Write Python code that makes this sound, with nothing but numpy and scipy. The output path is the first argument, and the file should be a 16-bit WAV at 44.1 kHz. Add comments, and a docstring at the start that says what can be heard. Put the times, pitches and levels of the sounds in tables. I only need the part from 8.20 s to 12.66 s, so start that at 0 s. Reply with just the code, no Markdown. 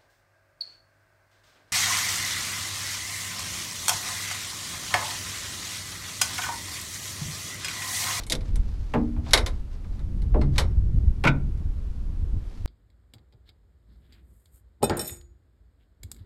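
"""The bonnet of an off-road vehicle is opened outdoors, heard at a microphone on its wing.
The sheet-steel panel is struck: soft-contact blows excite its crowded modes, its skin modes and a deep boom.
Catch and stay give sharp steel clicks with rebounds and damped modes; the stay drops clanking into its lock.
Hands and hinges slide as grainy noise, and a diffuse tail returns from the yard.
Wind turbulence buffets the microphone throughout, as banded noise and single eddies, over faint hiss."""
import sys
import numpy as np
from scipy import signal
from scipy.fft import rfft, irfft, next_fast_len
from scipy.io import wavfile
from scipy.ndimage import uniform_filter1d

SR = 44100
rng = np.random.default_rng(int(sys.argv[2]) if len(sys.argv) > 2 else 0)


def output_pcm(signal):
    """Save a mono or channel-first signal as 16-bit PCM at the path in sys.argv[1].

    Samples are clipped to [-1, 1] before scaling.
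    """
    pcm = np.clip(np.atleast_2d(signal).T, -1, 1) * 32767
    wavfile.write(sys.argv[1], SR, np.round(pcm).astype(np.int16))


N = 196641  # samples in the scene
SIZE = 2 ** 15  # samples in one blow
AGE, TIME = np.arange(SIZE) / SR, np.arange(N) / SR  # s since a blow, s since the start
HZ = np.fft.rfftfreq(SIZE, 1 / SR) + 1  # the 1 Hz offset keeps logarithms finite


def undb(db):
    """Level definition: decibels to amplitude gain."""
    return 10 ** (np.asarray(db) / 20)


def read(points, hz):
    """Logarithmic pitch scale: a (f/Hz, value) table interpolated on log frequency."""
    f, value = np.transpose(points)
    return np.interp(np.log(hz), np.log(f), value)


def noise(colour, size):
    """Spectral shaping: white noise weighted by a colour and scaled to rms 1."""
    n = next_fast_len(size, True)
    hz = np.fft.rfftfreq(n, 1 / SR) + 1
    spectrum = rfft(rng.standard_normal(n)) * undb(read(colour, hz))
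    x = irfft(spectrum, n)[:size]
    return x / x.std()


def wander(hz):
    """Low-passed random process: smooth motion of spread 1, with a Gaussian roll-off at hz."""
    f = np.fft.rfftfreq(2 * N, 1 / SR)
    x = irfft(rfft(rng.standard_normal(2 * N)) * np.exp(-(f / hz) ** 2))[:N]
    return x / x.std()


def add(track, s, sound):
    """Superposition: mix a sound into the track from time s."""
    i = max(int(s * SR), 0)
    track[i:i + len(sound)] += sound[:N - i]


def fade(t60):
    """Exponential damping: amplitude falls 60 dB in t60 seconds."""
    return np.exp(-np.log(1000) * AGE / t60)


def soften(hz, corner_hz):
    """Contact stiffness: gain of a soft blow, falling 12 dB an octave above its corner."""
    return 1 / np.hypot(1, (hz / corner_hz) ** 2)


def ring(modes, stretch=1, scatter_db=4.5, build_cycles=2):
    """Modal superposition: damped sines, their levels and phases drawn anew for every blow."""
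    hz, db, t60 = np.transpose(modes)[:, :, None]
    size = undb(db + scatter_db * rng.standard_normal(hz.shape))
    wave = np.sin(2 * np.pi * (hz * AGE + rng.random(hz.shape)))
    build = 1 - np.exp(-AGE * hz / build_cycles)
    return (size * wave * fade(t60 * stretch) * build).sum(0)


# reverberation time of the crowded modes before each blow's decay factor: (f/Hz, t60/s)
DECAY = [(120, 0.75), (400, 0.34), (1000, 0.18), (2200, 0.1573), (4500, 0.13), (12000, 0.12)]


def clatter(colour, contact, stretch, crack_db, crack_s, build_cycles):
    """High modal density: a brief crack, then noise bands; the low ones build up late and last longest."""
    spectrum = rfft(noise(colour, SIZE)) * contact
    high_pass = HZ ** 2 / (HZ ** 2 + 1500 ** 2)
    out = undb(crack_db) * irfft(spectrum * high_pass) * np.exp(-AGE / crack_s)
    centres = 110 * 2. ** np.arange(8)  # octave bands that overlap and sum to the whole
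    for hz, share in zip(centres, np.eye(len(centres))):
        band = irfft(spectrum * np.interp(np.log(HZ), np.log(centres), share))
        build = 1 - np.exp(-(AGE * hz / build_cycles) ** 2)
        out += band * fade(read(DECAY, hz) * stretch) * build
    return out


# colour of the open-air hiss: (f/Hz, relative spectral level/dB)
AIR_COLOUR = [(150, 0), (300, -4), (600, -16), (1100, -19.5), (2000, -26), (4500, -30.5), (6500, -34.5),
              (10000, -38.5), (13000, -42.5), (15000, -52)]
AIR_DB = -49.5


def air():
    """Broadband ambient noise: faint, dull outdoor hiss whose level wavers a little."""
    return noise(AIR_COLOUR, N) * undb(AIR_DB + .4 * wander(hz=4))


BREEZE_DB = -29.5  # wind strength between gusts
HEAVE_DB, HEAVE_GROWTH = -28.5, .55  # slow heave: dB in the breeze, dB gained per dB of wind
FLUTTER_DB, FLUTTER_GROWTH = -33, 0.92  # faster flutter, likewise
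LUMP_DB, LUMP_HZ = 2, 38  # depth and pace of the turbulence
EDDY_CYCLES = 0.57  # an eddy swells and dies within a cycle or so
# strength of the wind at the microphone: (t/s, level/dB)
WIND = [(0.0, -42.5), (0.15, -38.5), (0.36, -22.5), (0.56, -32), (0.8, -34.5), (1.27, -26), (1.55, -38.5),
        (1.9, -27.5), (2.15, -20), (2.45, -21.5), (2.85, -18.5), (2.98, -29.5), (3.12, -27.5),
        (3.45, -26.5), (3.7, -32), (4.16, -24.5), (4.32, -46), (4.46, -27)]
# colours of the slow heave and the faster flutter: (f/Hz, relative spectral level/dB)
HEAVE_COLOUR = [(8, 23), (20, 19), (30, 29.5), (48, 27), (65, -15), (120, -35.5), (1000, -110)]
FLUTTER_COLOUR = [(35, -37), (60, 3), (85, -1.5), (120, -12), (170, -17), (260, -25.5), (400, -36),
                  (800, -57.5), (4000, -100)]
# the strongest eddies hitting the microphone: (t/s of the centre, level/dB, f/Hz)
EDDIES = [(0.346, -15.5, 46), (0.406, -11, 36), (0.994, -14.5, 65.4), (2.137, -11.5, 45.6),
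          (2.44, -14.5, 37.7), (2.579, -11.5, 70.6), (2.658, -9.5, 53.5), (2.748, -15, 118),
          (2.88, -7, 60.74), (4.134, -12, 41.37)]


def turbulence(colour, db, growth, gust_db):
    """Turbulent pressure fluctuation: lumpy noise whose slow swell follows the gusts alone."""
    flow = noise(colour, N) * undb(LUMP_DB * wander(hz=LUMP_HZ))
    flow /= np.sqrt(uniform_filter1d(flow ** 2, int(.18 * SR)))  # level out over 0.18 s
    return flow * undb(db + growth * gust_db)


def eddy(s, db, hz):
    """Vortex impact: a sine thump under a Gaussian envelope centred on s."""
    cycles = hz * (TIME - s)
    envelope = np.exp(-(cycles / EDDY_CYCLES) ** 2)
    return undb(db) * envelope * np.sin(2 * np.pi * (cycles + rng.random()))


def wind():
    """Flow noise at a microphone: heave and flutter, the flutter growing faster in a gust, plus eddies."""
    gust_db = np.interp(TIME, *np.transpose(WIND)) - BREEZE_DB
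    out = turbulence(HEAVE_COLOUR, HEAVE_DB, HEAVE_GROWTH, gust_db)
    out += turbulence(FLUTTER_COLOUR, FLUTTER_DB, FLUTTER_GROWTH, gust_db)
    for s, db, hz in EDDIES:
        out += eddy(s, db, hz)
    return out


# hands and hinges sliding: (t/s of the centre, level/dB, 1/e half-width/s)
RUBS = [(-0.007, -44.5, 0.047), (0.272, -55.5, 0.026), (0.56, -59.5, 0.36), (1.085, -48.5, 0.034),
        (1.36, -60, 0.059), (1.543, -57, 0.028), (1.746, -63.5, 0.08), (2.353, -52.5, 0.021),
        (3.749, -70, 0.17), (4.371, -60, 0.11)]
# colour of the sliding: (f/Hz, relative spectral level/dB)
RUB_COLOUR = [(200, 3), (700, 4), (1500, -1), (2800, -5), (4500, -3), (8000, -14), (12000, -24),
              (15000, -33)]


def rubbing():
    """Friction noise: slides of hand and hinge, grainy from fast random level changes."""
    swell = sum(undb(db) * np.exp(-((TIME - s) / width) ** 2) for s, db, width in RUBS)
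    return swell * noise(RUB_COLOUR, N) * undb(2.5 * wander(hz=150))


# the stay dropping into its lock: (t/s, level/dB)
LOCKS = [(3.051, -19), (3.0665, -23), (3.0725, -14.5), (3.076, -21), (3.081, -25)]
# mean modes of the locked stay: (f/Hz, level/dB, t60/s)
STAY = [(900, -13, .1), (1364, -3, .14), (1404, -9, .13), (1497, -8, .21), (2030, -8, .09), (2198, -8, .11),
        (2395, -5, .1), (2480, -11, .1), (2840, -16, .08), (3505, -15, .12), (3790, -18, .13)]
# colour of its crowded higher modes: (f/Hz, relative spectral level/dB)
STAY_COLOUR = [(200, -4.5), (700, -16), (950, 9), (1150, -21.5), (1400, 11.5), (1720, -8), (2300, 5),
               (3100, -10), (3650, -14), (4300, -16), (6000, -19.5), (14000, -44)]


def stay():
    """Repeated impact: the stay chatters into its lock and clanks with its own modes."""
    out = np.zeros(N)
    for s, db in LOCKS:
        hit = clatter(STAY_COLOUR, 0.94, stretch=0.58, crack_db=-4.5, crack_s=0.0065, build_cycles=1.3)
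        add(out, s, undb(db) * (undb(-2) * hit + undb(-9.0) * ring(STAY)))
    return out


# colour of the click and of its crowded higher modes: (f/Hz, relative spectral level/dB)
CLICK_COLOUR = [(100, -31.5), (280, -3), (450, -0.5), (1000, 0), (1500, -4), (2200, -2), (2750, -9),
                (3800, -1), (5000, -6.5), (6300, -10.5), (11000, -19), (15000, -31)]


def snap(contact, snap_s):
    """Small-source radiation: the onset comes straight from the small contact, which radiates no bass."""
    x = irfft(rfft(noise(CLICK_COLOUR, SIZE)) * contact) * np.exp(-AGE / snap_s)
    x = signal.sosfilt(signal.butter(2, 1800, "high", fs=SR, output="sos"), x)
    return x * np.sqrt(snap_s * SR / 2 / np.sum(x ** 2))  # fix the energy of the burst


# mean modes of the fittings before contact weighting and decay factor: (f/Hz, level/dB, t60/s)
STEEL = [(440, -14, .26), (537, -13, .25), (853, -15, .22), (1034, -19, .15), (1513, -19, .18),
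         (2070, -12, .15), (2200, -18, .19), (3040, -16, .13), (3535, -14, .13), (3770, -12, .12),
         (4235, -13, .12), (4985, -25, .17), (5450, -27, .3), (6450, -22, .12), (7960, -19, .1),
         (8140, -23, .14), (10150, -16, .11), (10370, -23, .12)]


def click(db, body_db, treble_db, ring_db, snap_db, stretch):
    """Hard impact: a snap, bodywork modes and steel modes, body_db weighting the low range of all three."""
    weights = [(1200, body_db), (3500, 0), (5000, 0), (9000, treble_db), (14000, treble_db / 2)]
    contact = undb(read(weights, HZ))
    tip = undb(snap_db) * snap(contact, snap_s=0.0044)
    body = clatter(CLICK_COLOUR, contact, stretch, crack_db=2.5, crack_s=0.0018, build_cycles=5.8)
    low_weights = weights[:2]
    modes = [(hz, mode_db + read(low_weights, hz), t60) for hz, mode_db, t60 in STEEL]
    return undb(db) * (tip + undb(-2.5) * body + undb(ring_db) * ring(modes, stretch))


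REBOUND_S, REBOUND_DB = .0055, -12  # loose steel parts touch a second time: delay, relative level
REBOUND_TREBLE_DB, REBOUND_RING_DB, REBOUND_DECAY = 8.5, -9, 1.3  # second touch against the first
SNAP_DB, REBOUND_SNAP_DB = 0, -7  # sharp onset of a click and of its rebound, against their level
RELEASE_S, PLATE_DB = .118, -26  # time and level of the catch letting go
# steel on steel at catch and stay:
# (t/s, level/dB, share passed to the bodywork/dB, treble/dB, ring/dB, decay factor)
CLICKS = [(.035, -41.5, -25, 0, 2, 0.23), (.066, -50, 3, 21, 8, 0.72), (.099, -24.5, -21, 2.5, -19, 1.1),
          (0.1215, -18, -8, 2.5, -17, 0.46), (.131, -34.5, 4.5, -8, -7, 0.86),
          (.151, -33.5, -15, 0, 4.5, 0.35), (.208, -48.5, 3, -11, -5, 0.92),
          (0.3571, -42.5, 5.5, 13, 0, 0.45), (1.109, -36.5, -1, -1, -6, 0.97),
          (1.134, -7, 0.5, -5, -4, 0.72), (1.1753, -23.5, 2.5, -3.5, -0.5, 0.85),
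          (1.2624, -28, 1, -2, -1.5, 0.77), (1.645, -57, 16, -11.5, -15, 0.39),
          (1.7924, -53.5, 11.5, -13, -7, 0.56), (2.0199, -52, 0.5, -1.5, 0, 0.68),
          (2.2135, -41, 12.5, -15, -4, 0.82), (2.3591, -43, 7.5, -2, -11, 1.25),
          (2.381, -19, 1, -3.5, -4, 0.85), (2.397, -31, 7.5, 5.5, -2.5, 0.65),
          (3.3748, -64, -11.5, 2.5, -4, 0.76)]
# mean modes of the plate under the catch: (f/Hz, level/dB, t60/s)
PLATE = [(452, -1.5, 0.31), (510, -7, 0.3), (637, -12, 0.31)]


def fittings():
    """Impact and rebound: clicks recur weaker, brighter and longer; the released catch rings its plate."""
    out = np.zeros(N)
    for s, db, body_db, treble_db, ring_db, stretch in CLICKS:
        first = click(db, body_db, treble_db, ring_db, SNAP_DB, stretch)
        second = click(db + REBOUND_DB, body_db, treble_db + REBOUND_TREBLE_DB,
                       ring_db + REBOUND_RING_DB, REBOUND_SNAP_DB, stretch * REBOUND_DECAY)
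        add(out, s, first)
        add(out, s + REBOUND_S, second)
    add(out, RELEASE_S, undb(PLATE_DB) * ring(PLATE))
    return out


# colour of the panel's crowded modes: (f/Hz, relative spectral level/dB)
KNOCK_COLOUR = [(60, -4), (130, 0.5), (260, 2.5), (450, -4), (700, -2), (1000, -2.5), (1400, -10.5),
                (2500, -11), (5000, -17.5), (14000, -19.5)]


def knock(corner_hz, stretch):
    """Soft impact: one blow rattles the panel, a softer contact leaving out the treble."""
    contact = soften(HZ, corner_hz)
    return clatter(KNOCK_COLOUR, contact, stretch, crack_db=3.0, crack_s=0.0022, build_cycles=1.7)


SETTLE_S, SETTLE_DB, SETTLE_CORNER = .01, -4.5, 0.7  # second landing: delay, level, share of the corner
KNOCK_DECAY, SETTLE_DECAY = 0.86, 1.15  # decay factors of the two contacts
# knocks through the panel: (t/s, level/dB, contact corner f/Hz, skin ring/dB, deep boom/dB)
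KNOCKS = [(.103, -27.5, 550, -10.5, 0.5), (.738, -19, 1713, -0.5, -15), (0.9633, -41, 1300, -22.5, -4),
          (1.064, -40, 2480, -3.5, -2), (2.143, -18, 677, -4.5, -20), (2.206, -26.5, 225, 3, 11.5),
          (3.039, -15.5, 2700, -14.5, -4.5), (3.068, -27.5, 2000, -13, 14.5)]
# mean modes of the skin before contact softening: (f/Hz, level/dB, t60/s)
SKIN = [(212, -9, .2), (236, -3, .8), (283, -12, .5), (301, -10, .7), (333, -14, .4), (388, -11, .3),
        (420, -12, .3), (455, -8, .3), (605, -12, .25), (865, -14, .2)]
# mean modes of the whole panel flexing: (f/Hz, level/dB, t60/s)
BOOM = [(139, -3, .6), (262, -17, .35)]


def bonnet():
    """Plate vibration: knocks settle with a duller second blow, ring the skin and boom the whole panel."""
    out = np.zeros(N)
    for s, db, corner_hz, skin_db, boom_db in KNOCKS:
        skin = [(hz, mode_db + 20 * np.log10(soften(hz, corner_hz)), t60) for hz, mode_db, t60 in SKIN]
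        settle = undb(SETTLE_DB) * knock(corner_hz * SETTLE_CORNER, SETTLE_DECAY)
        first = knock(corner_hz, KNOCK_DECAY)
        resonance = undb(skin_db) * ring(skin) + undb(boom_db) * ring(BOOM)
        add(out, s, undb(db) * first)
        add(out, s + SETTLE_S, undb(db) * (settle + resonance))
    return out


# colour of the scattered tail: (f/Hz, relative spectral level/dB)
YARD_COLOUR = [(150, 4), (500, 0.5), (1500, 5.5), (4000, -12), (12000, -16.5)]


def yard(x, wet_db=-29, t60=0.32):
    """Diffuse scattering: vehicle, hedge and ground return a faint, dull tail."""
    tail = noise(YARD_COLOUR, SIZE) * fade(t60) * (1 - np.exp(-AGE / 0.0099))
    return x + undb(wet_db) * signal.fftconvolve(x, tail / np.linalg.norm(tail))[:N]


def scene():
    """Linear superposition: all sources at one microphone."""
    struck = fittings() + bonnet() + stay()
    return (yard(struck) + wind() + rubbing() + air())[None]


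TOP_HZ = 15200  # upper band limit


def record(dry):
    """Amplitude and band limiting: peaks are clipped, then a steep low-pass cuts the top."""
    low_pass = signal.ellip(8, .2, 70, TOP_HZ, fs=SR, output="sos")
    return signal.sosfilt(low_pass, np.clip(dry, -.93, .93))


dry = scene()
out = record(dry)
output_pcm(out)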